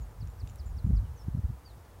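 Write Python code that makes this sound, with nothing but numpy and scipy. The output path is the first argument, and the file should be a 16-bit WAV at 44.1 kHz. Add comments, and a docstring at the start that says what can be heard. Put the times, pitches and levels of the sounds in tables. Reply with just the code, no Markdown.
"""Small birds call across a calm river: five quick falling chirps, a few slurs, and thin high notes
from farther off, each a pure gliding whistle that scatters faintly off the bank and trees.
A few dry ticks sound close by, and gusts buffet the microphone with a low rumble.
Under it all lie a soft, steady wash of water and open air, and the recorder's hiss."""
import sys
import numpy as np
from scipy import signal
from scipy.fft import rfft, irfft
from scipy.io import wavfile
from scipy.ndimage import uniform_filter1d

SR = 44100
rng = np.random.default_rng(int(sys.argv[2]) if len(sys.argv) > 2 else 0)


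def file_out(sig):
    """Save sig as 16-bit WAV at sys.argv[1]."""
    # one column per channel
    cols = np.atleast_2d(sig).T
    # limit, then scale
    lim = np.clip(cols, -1, 1)
    pcm = np.round(lim * 32767).astype(np.int16)
    wavfile.write(sys.argv[1], SR, pcm)


N = 88200
T = np.arange(N) / SR
BIN_HZ = np.maximum(np.arange(N // 2 + 1) * SR / N, 1)


def amp(db):
    return 10 ** (np.asarray(db) / 20)


def unit(x):
    return x / np.sqrt(np.mean(x ** 2))


def noise(spectrum):
    """Noise of rms 1, coloured by a curve of (Hz, dB) points."""
    hz, db = np.array(spectrum).T
    gain = amp(np.interp(np.log(BIN_HZ), np.log(hz), db))
    return unit(irfft(rfft(rng.standard_normal(N)) * gain, N))


def band(hz, width_hz):
    """Noise of rms 1 in one steep-sided resonance."""
    detuning = (BIN_HZ ** 2 - hz ** 2) / (BIN_HZ * width_hz)
    return unit(irfft(rfft(rng.standard_normal(N)) / (1 + 1j * detuning) ** 2, N))


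def wander(rate_hz):
    """Smooth random drift of rms 1."""
    size = max(int(SR / rate_hz), 2)
    return unit(uniform_filter1d(uniform_filter1d(rng.standard_normal(N), size), size))


# The colour of the river bed. Each row: frequency in Hz, relative level in dB.
RIVER_SPECTRUM = [(30, 4), (150, 0), (300, 2), (500, 0.5), (850, 1), (1200, -3), (1700, -8.5), (2500, -16),
                  (4000, -22), (9000, -52)]

def river():
    """A soft wash of water and open air, with a faint far hum."""
    wash = amp(-59 + .25 * wander(4.4)) * noise(RIVER_SPECTRUM)
    hum = amp(-73.5) * band(hz=471.1, width_hz=16)
    return wash + hum


def turbulence(spectrum, steady_s=.036):
    """Coloured noise held at an even strength, its chance swells ironed out."""
    air = noise(spectrum)
    power = uniform_filter1d(np.abs(signal.hilbert(air)) ** 2, int(steady_s * SR))
    return unit(air / np.sqrt(power))


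# The rise and fall of the gusts. Each row: time in seconds, level in dB.
GUST_LEVELS = [(0, -33.5), (.14, -53), (0.219, -36), (0.292, -39), (.35, -49.5), (0.399, -41), (.49, -43),
               (0.599, -46.5), (.73, -35), (.82, -41.5), (0.872, -31), (.96, -25), (1.06, -40), (1.12, -37),
               (1.18, -51.5), (1.288, -36.5), (1.42, -46), (1.54, -39.5), (1.61, -56), (1.74, -47),
               (1.85, -55), (2.0, -51)]
# The colour of their rumble. Each row: frequency in Hz, relative level in dB.
RUMBLE_SPECTRUM = [(20, -26), (32, -20), (46, 7), (65, 7.5), (90, 2), (130, -6), (200, -19.5), (300, -35),
                   (600, -56), (4000, -110)]
# Eddies striking the microphone.
# Each row: peak time in seconds, level in dB, half-width in seconds, pitch in Hz.
EDDIES = [(.226, -37.5, 0.0034, 129), (.265, -46, 0.0045, 140), (0.438, -28, 0.0045, 87.6),
          (0.603, -35, 0.012, 65), (0.666, -37, 0.0082, 72), (0.775, -30.5, 0.0073, 85),
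          (.848, -21, 0.0033, 98), (0.871, -30, 0.0071, 174), (0.894, -25.5, 0.0027, 94),
          (0.907, -30, .007, 173), (0.933, -21.5, 0.0069, 79), (0.97, -30.5, 0.029, 52.4),
          (1.038, -31.5, 0.0067, 98), (1.286, -23, 0.0022, 120), (1.349, -25, 0.0054, 110),
          (1.374, -31, 0.0046, 134), (1.391, -27, 0.0079, 97.4), (1.439, -45, 0.0024, 163),
          (1.449, -23, 0.0078, 69.7), (1.501, -31, .008, 110)]
# The fine turbulence inside them. Each row: frequency in Hz, relative level in dB.
EDDY_SPECTRUM = [(60, -29), (130, -0.5), (210, 4.5), (280, -8), (380, -17), (700, -40), (1500, -70),
                 (5000, -88)]

def wind(low_cut_hz=23.8):
    """Gusts rumble on the microphone; each eddy thumps it with a short, rough pressure swing."""
    times, gust_db = np.array(GUST_LEVELS).T
    out = amp(np.interp(T, times, gust_db)) * turbulence(RUMBLE_SPECTRUM)
    grain = amp(-15.5) * turbulence(EDDY_SPECTRUM)
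    for peak, db, half_width, hz in EDDIES:
        swing = np.sqrt(2) * np.sin(2 * np.pi * hz * (T - peak) + rng.uniform(0, 2 * np.pi))
        envelope = np.exp(-.5 * ((T - peak) / half_width) ** 2)
        roughness = amp(14 * np.log2(hz / 104))  # higher eddies are rougher, by 14 dB an octave
        out += amp(db) * envelope * (swing + roughness * grain)
    return signal.sosfilt(signal.butter(4, low_cut_hz, "high", fs=SR, output="sos"), out)


# Close, dry ticks. Each row: start in seconds, level in dB, centre in Hz, bandwidth in Hz.
DRY_TICKS = [(0.273, -51.5, 6200, 1500), (0.4742, -51, 6100, 3600), (0.4746, -53.5, 2800, 1300),
             (0.49, -55, 3100, 2600), (0.4969, -51, 6600, 1800), (.508, -60, 6300, 2600),
             (0.5577, -48.5, 11400, 12000), (1.852, -61, 4950, 1400), (1.914, -62, 4600, 1600)]

def ticks(attack_s=.00066, decay_s=.0019):
    """Tiny dry cracks, each a burst of resonant noise over a softer, dull body."""
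    out = np.zeros(N)
    for start, db, hz, width_hz in DRY_TICKS:
        age = np.maximum(T - start, 0)
        envelope = np.minimum(age / attack_s, 1) * np.exp(-age / decay_s)
        snap = band(hz, width_hz)
        body = amp(-5) * band(hz=2600, width_hz=1300)
        out += amp(db) * envelope * (snap + body)
    return out


def whistle(contour, start=0, db=0, waver=.0057, flutter_db=2.2, fade_s=.002):
    """One pure, gliding bird note that wavers slightly in pitch and level."""
    times, hz, contour_db = np.array(contour).T
    age = T - start
    pitch = np.interp(age, times, hz) * (1 + waver * wander(258))
    gate = np.clip(np.minimum(age - times[0], times[-1] - age) / fade_s, 0, 1)
    level = amp(db + np.interp(age, times, contour_db) + flutter_db * wander(230))
    return np.sqrt(2) * gate * level * np.sin(2 * np.pi * np.cumsum(pitch) / SR)


# The thin, arched note. Each row: time into the note in seconds, pitch in Hz, relative level in dB.
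THIN_CONTOUR = [(0, 6700, -14), (.005, 7100, -4), (.013, 7250, -2), (.025, 7120, 0), (.040, 6880, -10),
                (.065, 6820, -14), (.08, 6750, -22)]
# Its cues. Each row: start in seconds, level in dB.
THIN_CUES = [(0.087, -76), (.280, -72), (0.475, -67), (.653, -65.5), (.846, -73)]
# Falling slurs, one contour apiece. Each row: time in seconds, pitch in Hz, level in dB.
SLUR_CONTOURS = [
    [(.004, 7350, -78), (.020, 6930, -67), (.030, 6700, -65), (.040, 6470, -69), (.046, 6400, -80)],
    [(1.044, 3150, -80), (1.06, 2970, -73), (1.08, 2820, -78)],
    [(1.158, 6500, -81), (1.167, 6400, -70), (1.186, 5930, -68), (1.199, 5380, -65), (1.216, 5270, -65),
     (1.235, 5520, -72), (1.246, 5600, -83)],
    [(1.646, 5050, -79), (1.653, 4850, -64), (1.664, 4620, -60), (1.676, 4560, -61), (1.682, 4470, -69),
     (1.692, 4350, -65), (1.709, 3900, -66), (1.730, 3550, -79)],
]
# The falling chirp. 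Each row: time into the note in seconds, pitch in Hz, relative level in dB.
CHIRP_CONTOUR = [(0, 5870, -18), (.005, 5830, -8), (.013, 5350, -5.5), (.021, 4750, 0), (.030, 4260, -5),
                 (.039, 3920, -11), (.046, 3830, -23)]
# Its cues. Each row: start in seconds, level in dB.
CHIRP_CUES = [(0.1944, -61), (0.386, -61.5), (0.58, -59), (0.764, -61), (.9495, -60.5)]

def birds(scatter_db=-16, t60_s=.38):
    """Whistled chirps, slurs and thin notes, with a faint tail scattered by the bank and trees."""
    chirps = sum(whistle(CHIRP_CONTOUR, start, db) for start, db in CHIRP_CUES)
    slurs = sum(whistle(contour) for contour in SLUR_CONTOURS)
    thin_notes = sum(whistle(THIN_CONTOUR, start, db) for start, db in THIN_CUES)
    song = chirps + slurs + thin_notes
    tail = rng.standard_normal(N) * amp(-60 * T / t60_s)
    scatter = signal.fftconvolve(song, tail / np.linalg.norm(tail))[:N]
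    return song + amp(scatter_db) * scatter


def scene():
    """The riverside, mixed in mono."""
    return (wind() + river() + birds() + ticks())[None]


# The nearly white hiss. Each row: frequency in Hz, relative level in dB.
HISS_SPECTRUM = [(100, -0.33), (3000, -1.7), (5500, 1), (8000, 0.093), (15000, -0.42), (20000, 1)]

def record(dry, hiss_db=-66.5, top_hz=15800):
    """The recorder adds its hiss and cuts the top."""
    high_cut = signal.ellip(12, .1, 80, top_hz, fs=SR, output="sos")
    return signal.sosfilt(high_cut, dry + amp(hiss_db) * noise(HISS_SPECTRUM))


dry = scene()
out = record(dry)
file_out(out)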